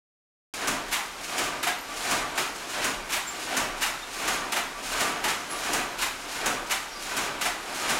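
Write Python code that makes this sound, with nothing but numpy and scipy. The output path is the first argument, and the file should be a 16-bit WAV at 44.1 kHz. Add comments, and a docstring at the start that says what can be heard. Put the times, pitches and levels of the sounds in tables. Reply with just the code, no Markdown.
"""A shuttle power loom weaves at about 83 picks a minute in a mill hall, in mono, cutting in abruptly.
In each crank turn the harness rattles up, levers drop, and the picking stick whips the shuttle off
with a thump through the floor. A loose wheel sings; a quarter second after the pick the shuttle slams
into the far box and meets the buffer. The weave repeats every four picks.
Throughout, gears grind, loose parts clink, dry joints squeak now and then, and the floor rumbles."""
import sys
import numpy as np
from scipy import signal
from scipy.io import wavfile
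from scipy.ndimage import uniform_filter1d

SR = 44100
rng = np.random.default_rng(int(sys.argv[2]) if len(sys.argv) > 2 else 0)


def log_audio(samples):
    """Write samples as a 16-bit WAV file to the path given in sys.argv[1]."""
    # one column per channel
    frames = np.atleast_2d(samples).T
    # limit to full scale, then quantise
    limited = np.clip(frames, -1, 1)
    pcm = np.round(limited * 32767).astype(np.int16)
    wavfile.write(sys.argv[1], SR, pcm)


N = 352359
TIME = np.arange(N) / SR
START_S, CUTOFF_HZ = .538, 15800

# shuttle throws, one per crank turn: start_s, extra_db
PICKS = [(.672, -1), (1.38, -.5), (2.109, -3), (2.841, -1), (3.566, 0), (4.276, 0), (5.004, -3), (5.731, 1),
         (6.458, 0), (7.166, -0.5), (7.894, -3)]
# the four throws of the weave: wood_db, crack_db, thump_db
THROWS = [(-2, 1.5, -7), (-0.5, -1, -11), (3.5, 2, -6.5), (-5.5, 0, -12)]
# iron frame resonances: pitch_hz, width_hz, gain_db
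FRAME_MODES = [(114, 6.3, -23), (158, 13, -6.5), (217, 11, -5.5), (272, 34, -3), (350, 52, -21),
               (718, 110, -9.5), (965, 36, -4.5), (1197, 45, -2.5), (1487, 110, -7.5), (2510, 350, -9),
               (6900, 530, -16), (8750, 43, -25), (10760, 550, -3), (12850, 40, -14)]
# spectrum of the jolted frame: freq_hz, density_db
JOLT_COLOUR = [(60, -19), (130, -9), (190, -10), (280, -4), (400, 0), (520, -6.5), (800, -1.5), (2000, -45),
               (15500, -60)]
# spectrum of harness and levers: freq_hz, density_db
HARNESS_COLOUR = [(60, -6), (300, -7), (800, -5.5), (1500, 0.5), (2700, -1), (4500, -3), (7000, -3.5),
                  (9000, -7.5), (11000, -12.5), (13000, -22), (15500, -19.5)]


def picking():
    """The stick cracks against the shuttle, the strap snaps taut, the recoil shakes the floor."""
    # spectra of stick and floor: freq_hz, density_db
    stick_colour = [(60, -28), (250, -12), (500, -5.5), (750, -6), (1200, 4), (2000, 0.5), (3000, -2),
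                    (4500, -7.5), (7000, -2.5), (10000, -13), (12500, -15.5), (15500, -20.5)]
    floor_colour = [(30, -12), (58, -18), (85, -8), (125, 0), (200, -2.5), (280, -2.5), (450, -2.5),
                    (700, -3.5), (1500, -16), (15500, -62)]
    contact_s = .014
    start_s, extra_db = np.transpose(PICKS)
    wood_db, crack_db, thump_db = extra_db + in_rotation(THROWS, len(start_s))
    stick = responses(stick_colour, FRAME_MODES, near_t60_s=.42, hall_db=-6.5, count=4)
    crack = blows(start_s, wood_db, crack_db, contact_s, stick, split_hz=1600)
    strap = responses(stick_colour, FRAME_MODES, near_t60_s=.047, hall_db=-31, count=3)
    snap = blows(start_s + .0011, crack_db - 12, crack_db - 1.5, contact_s / 2, strap, split_hz=4100)
    floor = responses(floor_colour, FRAME_MODES, near_t60_s=.22, hall_db=-11, count=5)
    thump = blows(start_s, thump_db, thump_db - 7, contact_s, floor, split_hz=570)
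    return crack + snap + thump


def shuttle_box():
    """The shuttle grazes the box, slams in, hits the buffer: steel rings, frame jolts, box knocks."""
    # box entries: start_s, buffer_db, note_after_s, note_hz, note_db
    arrivals = [(.924, -6, .012, 2060, -41), (1.628, 2, 0.04, 724, -29), (2.376, -10, .005, 1420, -45),
                (3.121, -3.5, 0.015, 2290, -36), (3.819, -3, .016, 2810, -39),
                (4.52, 2.5, 0.046, 709, -31.5), (5.239, -1, .018, 860, -30), (6.014, -8.5, .006, 1090, -40),
                (6.708, -13, .01, 1400, -42), (7.411, 2, .044, 716, -29)]
    # landings of the four throws: graze_lead_s, graze_db, wood_db, crack_db, jolt_db, contact_s
    landings = [(.012, -5.5, -1.5, 1.5, -25, .009), (0.0066, -30, -3.5, -1, -13, .004),
                (.006, -19, 1, -1.5, -8.5, .004), (.029, -8, -29, 1, -18, .013)]
    # box spectrum: freq_hz, density_db
    box_colour = [(60, -45), (150, -13.5), (270, -14), (500, -16.5), (800, 3.5), (1200, 2), (2200, -0.5),
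                  (3000, 1), (4500, -6), (7200, -5), (8700, -9), (12000, -10.5), (13500, -20), (15500, -22)]
    # steel fittings: pitch_hz, width_hz, gain_db
    steel_modes = [(1357, 48, -5.5), (2006, 130, 0), (2350, 52, -11), (2740, 49, -12), (3690, 82, -1.5),
                   (5200, 29, -17), (5680, 25, -21), (6350, 33, -4), (7630, 64, 0), (10720, 76, 0),
                   (12180, 70, -21), (13570, 60, -1), (15000, 80, 1)]
    start_s, buffer_db, note_after_s, note_hz, note_db = np.transpose(arrivals)
    graze_lead_s, graze_db, wood_db, crack_db, jolt_db, contact_s = in_rotation(landings, len(start_s))
    stop_s = start_s + .04
    box = responses(box_colour, steel_modes, near_t60_s=.19, hall_db=-6.5, count=5)
    frame = responses(JOLT_COLOUR, FRAME_MODES, near_t60_s=.35, hall_db=-28, count=3)
    graze = blows(start_s - graze_lead_s, graze_db - 1, graze_db, contact_s, box, split_hz=1400)
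    slam = blows(start_s, wood_db, crack_db, contact_s, box, split_hz=1400)
    buffer = blows(stop_s, buffer_db, .89 * buffer_db - 3.5, contact_s=.009, paths=box, split_hz=1600)
    jolts_s, jolts_db = np.r_[start_s, stop_s], np.r_[jolt_db, buffer_db - 16.5]
    jolts = blows(jolts_s, jolts_db, jolts_db - 21, contact_s=.00695, paths=frame, split_hz=760)
    knock = ringing(zip(start_s + note_after_s, note_hz, note_db), rise_s=.0011, t60_s=.26, wander_hz=29)
    return graze + slam + buffer + jolts + knock


def levers():
    """Light clacks: levers drop as the shed opens, boxes shift once per repeat, a chain link catches."""
    # lever drops before each pick: lead_s, wood_db, crack_db
    lever_drops = [(0.17, -18, -14.5), (.146, -16, -7), (.058, -6, -17)]
    # chain catches: start_s, wood_db, crack_db
    catches = [(2.549, -25, -10), (2.734, -1.5, -20), (2.819, 0.5, -7), (3.39, -21, -10), (3.459, -8, -19),
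               (4.829, -9, -9), (5.505, -19, -11)]
    drops = [(pick_s - lead_s, wood_db, crack_db)
             for pick_s in pick_times() for lead_s, wood_db, crack_db in lever_drops]
    shifts = [(pick_s + .205, -20, -12.5) for pick_s in pick_times()[::len(THROWS)]]
    start_s, wood_db, crack_db = np.transpose(drops + shifts + catches)
    harness = responses(HARNESS_COLOUR, FRAME_MODES, near_t60_s=.084, hall_db=-3.5, count=3)
    return blows(start_s, wood_db, crack_db, contact_s=.01, paths=harness, split_hz=2900)


def running_gear():
    """Harness rattle, gear grind, frame sway and floor rumble swell and ebb with the crank angle."""
    # one crank turn, pick to pick: angle_turns, rattle_db, grind_db, sway_db
    crank_cycle = [(0, -34.5, -33, -38), (.08, -35.5, -35.5, -39.5), (.17, -53.5, -37, -53),
                   (.31, -47, -41, -52), (.37, -31.5, -39.5, -69), (.5, -46, -52.5, -52),
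                   (.62, -45.5, -51.5, -52.5), (.72, -38.5, -39.5, -46), (.8, -38.5, -48.5, -48.5),
                   (.88, -32.5, -36, -46.5), (.94, -36, -31.5, -41.5), (1, -33.5, -35, -45)]
    # gear spectrum: freq_hz, density_db
    gear_colour = [(60, -30), (250, -2.5), (500, -1.5), (720, 0.5), (1200, -2), (1700, -2.5), (2500, -6.5),
                   (4000, -12), (8000, -55), (15500, -49)]
    floor_hz, floor_width_hz = 30.6, 16
    angle_turns = crank_turns() % 1
    turns, *levels_db = np.transpose(crank_cycle)
    rattle_db, grind_db, sway_db = [np.interp(angle_turns, turns, db) for db in levels_db]
    extra_rattle_db, extra_grind_db = load_db()
    harness = responses(HARNESS_COLOUR, FRAME_MODES, near_t60_s=.19, hall_db=-3.5, count=3)
    rattle = chatter(harness, rattle_db + extra_rattle_db, per_s=450, uneven_db=4)
    gears = responses(gear_colour, FRAME_MODES, near_t60_s=.1, hall_db=-6.5, count=4)
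    grind = chatter(gears, grind_db + extra_grind_db, per_s=600, uneven_db=2.56)
    frame = responses(JOLT_COLOUR, FRAME_MODES, near_t60_s=.18, hall_db=-11.5, count=4)
    sway = chatter(frame, sway_db + extra_grind_db, per_s=500, uneven_db=.71)
    floor = resonance(rng.standard_normal(N), floor_hz, floor_width_hz)
    rumble = rms_one(resonance(floor, floor_hz, floor_width_hz))
    rumble_db = -57 + 4.7 * np.cos(2 * np.pi * (angle_turns - .15))   # peaks just after each pick
    return rattle + grind + sway + rumble * from_db(rumble_db)


def wheel():
    """A loose wheel sings after each pick, louder under load, and when jogged in the pauses."""
    # jogs: start_s, level_db
    jogs = [(1.88, -40), (3.29, -41.5), (4.13, -45), (4.742, -42), (5.511, -35), (6.94, -41.5)]
    pitch_hz, delay_s = 1165, .1
    _, grind_db = load_db()
    after_picks = [(s, grind_db[int(s * SR)] - 40.5) for s in pick_times() + delay_s if s < TIME[-1]]
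    strikes = [(s, pitch_hz, db) for s, db in after_picks + jogs]
    return ringing(strikes, rise_s=.014, t60_s=.36, wander_hz=11)


def clinks(level_db, per_s, t60_s, count):
    """Loose rods, links and springs, touched at random, each ring at their own pitch."""
    # ring strength by pitch: pitch_hz, gain_db
    clink_gains = [(600, -3), (1200, 2), (2500, -2), (4500, -8.5), (7500, -6), (10000, -20), (14000, -26)]
    out, t = np.zeros(N + SR), TIME[:SR // 4]
    pitches_hz = np.geomspace(600, 14000, count) * from_db(rng.uniform(-.3, .3, count))
    envelope = from_db(-60 * t / t60_s) * (1 - np.exp(-t / .001))
    for when, part, softness, phase_turns in rng.random((int(per_s * N / SR), 4)):
        at, hz = int(when * N), pitches_hz[int(part * count)]
        db = level_db[at] + at_hz(clink_gains, hz) - 6 * softness
        out[at:at + len(t)] += from_db(db) * envelope * np.sin(2 * np.pi * (hz * t + phase_turns))
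    return out[:N]


def squeaks():
    """Dry joints whistle by stick-slip, with a weak octave, heard mostly by way of the hall."""
    # joint slips: start_s, length_s, start_hz, end_hz, level_db, roughness_ratio
    slips = [(1.775, .035, 13100, 13000, -53, .008), (3.264, 0.031, 7460, 7270, -35.5, 0.016),
             (4.02, 0.021, 3670, 3630, -44, 0.018), (5.494, 0.031, 10600, 10430, -36, .007),
             (6.908, .03, 5640, 5600, -46.5, .03), (6.924, 0.065, 4700, 4960, -47, .025),
             (4.18, .05, 14050, 14000, -57, .006), (5.89, .04, 14000, 14000, -61, .005)]
    out = np.zeros(N)
    waver = rms_one(resonance(rng.standard_normal(N), hz=110, width_hz=220))
    for start_s, length_s, start_hz, end_hz, level_db, roughness in slips:
        along = np.clip((TIME - start_s) / length_s, 0, 1)
        on = (along > 0) & (along < 1)
        pitch_hz = (start_hz + (end_hz - start_hz) * along[on]) * (1 + roughness * waver[on])
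        phase = 2 * np.pi * np.cumsum(pitch_hz) / SR
        octave = from_db(-19) * (2 * start_hz < CUTOFF_HZ) * np.sin(2 * phase)
        out[on] += from_db(level_db) * np.sin(np.pi * along[on]) * (np.sin(phase) + octave)
    tail = rms_one(rng.standard_normal(SR) * from_db(-60 * TIME[:SR] / .25)) / np.sqrt(SR)
    return out + 2 * signal.oaconvolve(out, tail)[:N]


def drive_wash():
    """Steady noise of the drive in the hall."""
    # wash spectrum: freq_hz, density_db
    wash_colour = [(20, -12), (30, 8), (42, -11), (58, -22), (120, -11.5), (280, -4.5), (500, -3.5),
                   (750, -8), (1300, -3), (2500, -6.5), (4500, -7.5), (7500, -12), (11000, -18),
                   (15500, -32)]
    return from_db(-43.5) * rms_one(sum(band for _, band in noise_bands(wash_colour, (N,))))


def pick_times():
    """Times of the throws in s."""
    return np.array(PICKS)[:, 0]


def crank_turns():
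    """Crank turns since the first pick, per sample."""
    picks_s = pick_times()
    period_s = np.mean(np.diff(picks_s))
    marks_s = np.r_[picks_s[0] - period_s, picks_s, picks_s[-1] + period_s]
    return np.interp(TIME, marks_s, np.arange(len(marks_s)) - 1)


def load_db():
    """Extra rattle and grind: the drive load cycles with the weave and swells slowly."""
    # load over one repeat: angle_turns, rattle_db, grind_db
    weave_load = [(0, -3.5, -1), (.5, 0, -1.5), (.7, -5, -0.5), (1.15, 6.5, 1.5), (1.5, -5.5, 3),
                  (1.8, 0.5, 1.5), (2.15, 6, 0.5), (2.45, 1.5, 5.5), (2.8, -0.5, 2.5), (3.2, 0, -3),
                  (3.5, 2.5, -1), (3.8, -3, 0)]
    # slow swell: time_s, level_db
    swell = [(.55, 1), (1.3, -1), (1.75, -0.5), (2.2, -0.5), (3.0, -1.5), (3.3, 2), (4.3, -.5), (5.4, 1.5),
             (5.9, 2), (6.5, 1.5), (7.2, -2.5), (7.6, 4.5), (7.99, -2)]
    turns, *extras_db = np.transpose(weave_load)
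    swell_db = np.interp(TIME, *np.transpose(swell))
    return [swell_db + np.interp(crank_turns(), turns, db, period=len(THROWS)) for db in extras_db]


def responses(colour, modes, near_t60_s, hall_db, count):
    """Unit-energy tap responses of `count` points on the loom: a dense short ring plus the hall tail."""
    # hall decay: freq_hz, t60_s
    hall_decay = [(60, 1.2), (300, 0.87), (1200, 0.89), (3000, 0.59), (7000, 0.51), (15000, 0.44)]
    t, out = TIME[:SR], 0
    for hz, band in noise_bands(colour, (count, SR)):
        near = from_db(-60 * t / near_t60_s)
        tail = from_db(hall_db - 60 * t / at_hz(hall_decay, hz))
        out = out + band * np.hypot(near, tail)
    out = out + sum(from_db(db) * resonance(out, hz, width_hz) for hz, width_hz, db in modes)
    return out / np.sqrt(np.sum(out ** 2, axis=1, keepdims=True))


def blows(start_s, wood_db, crack_db, contact_s, paths, split_hz):
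    """Each blow is a quick run of contacts, one per path: wood below split_hz, crack above."""
    out, lowpass = np.zeros(N), signal.butter(1, split_hz, fs=SR)
    for k, path in enumerate(paths):
        jitter = rng.uniform(-.3, .3, len(start_s)) * (k > 0)
        late_s = contact_s * (k + jitter) / (len(paths) - 1)
        at = np.clip((start_s + late_s) * SR, 0, N - 1).astype(int)
        wood, crack = np.zeros((2, N))
        wood[at], crack[at] = from_db(wood_db), from_db(crack_db)
        force = crack + signal.lfilter(*lowpass, wood - crack + 1e-18)
        out += signal.oaconvolve(force, path)[:N]
    return out


def chatter(paths, level_db, per_s, uneven_db):
    """Many loose parts touch at random, with uneven force."""
    out = np.zeros(N)
    for path in paths:
        touches = (rng.random(N) < per_s / len(paths) / SR) * rng.choice([-1, 1], N)
        force = rms_one(touches * from_db(uneven_db * np.clip(rng.standard_normal(N), -2, 2)))
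        out += signal.oaconvolve(force * from_db(level_db), path)[:N]
    return out / np.sqrt(len(paths))


def ringing(strikes, rise_s, t60_s, wander_hz):
    """A resonance swells and dies after each strike, its pitch wandering."""
    out, t = np.zeros(N + SR), TIME[:SR]
    envelope = (1 - np.exp(-(t / rise_s) ** 2)) * from_db(-60 * t / t60_s)
    for start_s, pitch_hz, level_db in strikes:
        wander = rms_one(uniform_filter1d(rng.standard_normal(SR), size=180))
        phase = 2 * np.pi * np.cumsum(pitch_hz + wander_hz * wander) / SR
        at = int(start_s * SR)
        out[at:at + SR] += from_db(level_db) * envelope / envelope.max() * np.sin(phase)
    return np.sqrt(2) * out[:N]


def noise_bands(colour, shape):
    """Yield (centre_hz, noise band); neighbours are uncorrelated."""
    edges_hz = np.geomspace(20, 17000, 25)
    white = rng.standard_normal((2, *shape))
    for k, (low_hz, high_hz) in enumerate(zip(edges_hz, edges_hz[1:])):
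        centre_hz = np.sqrt(low_hz * high_hz)
        bandpass = signal.butter(2, [low_hz, high_hz], "band", fs=SR, output="sos")
        yield centre_hz, from_db(at_hz(colour, centre_hz)) * signal.sosfilt(bandpass, white[k % 2])


def resonance(x, hz, width_hz):
    """Two-pole band-pass, peak gain 1."""
    r = np.exp(-np.pi * width_hz / SR)
    feedback = [1, -2 * r * np.cos(2 * np.pi * hz / SR), r * r]
    return signal.lfilter(np.array([1, 0, -1]) * (1 - r * r) / 2, feedback, x)


def in_rotation(rows, count):
    """Columns of a table whose rows cycle over `count` events."""
    return np.array(rows)[np.arange(count) % len(rows)].T


def at_hz(points, hz):
    """Read a table on a log-frequency axis."""
    freq_hz, values = np.transpose(points)
    return np.interp(np.log(hz), np.log(freq_hz), values)


def from_db(db):
    """Decibels to gain."""
    return 10 ** (np.asarray(db) / 20)


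def rms_one(x):
    """Scale to rms 1."""
    return x / np.sqrt(np.mean(x ** 2) + 1e-20)


def scene():
    """The loom, alike in both channels; the harder it shakes, the louder its loose parts clink."""
    loom = picking() + shuttle_box() + levers() + wheel() + running_gear()
    power = signal.lfilter([1 / 600], [1, 1 / 600 - 1], loom ** 2)   # 14 ms smoothing
    shake_db = 10 * np.log10(power + 1e-12)
    loose = clinks(shake_db - 5.5, per_s=220, t60_s=.13, count=150)
    return np.tile(loom + loose + squeaks() + drive_wash(), (2, 1))


def record(dry):
    """Abrupt start, steep low-pass."""
    lowpass = signal.ellip(12, .1, 80, CUTOFF_HZ, fs=SR, output="sos")
    return signal.sosfilt(lowpass, dry * (TIME >= START_S))


dry = scene()
out = record(dry)
log_audio(out)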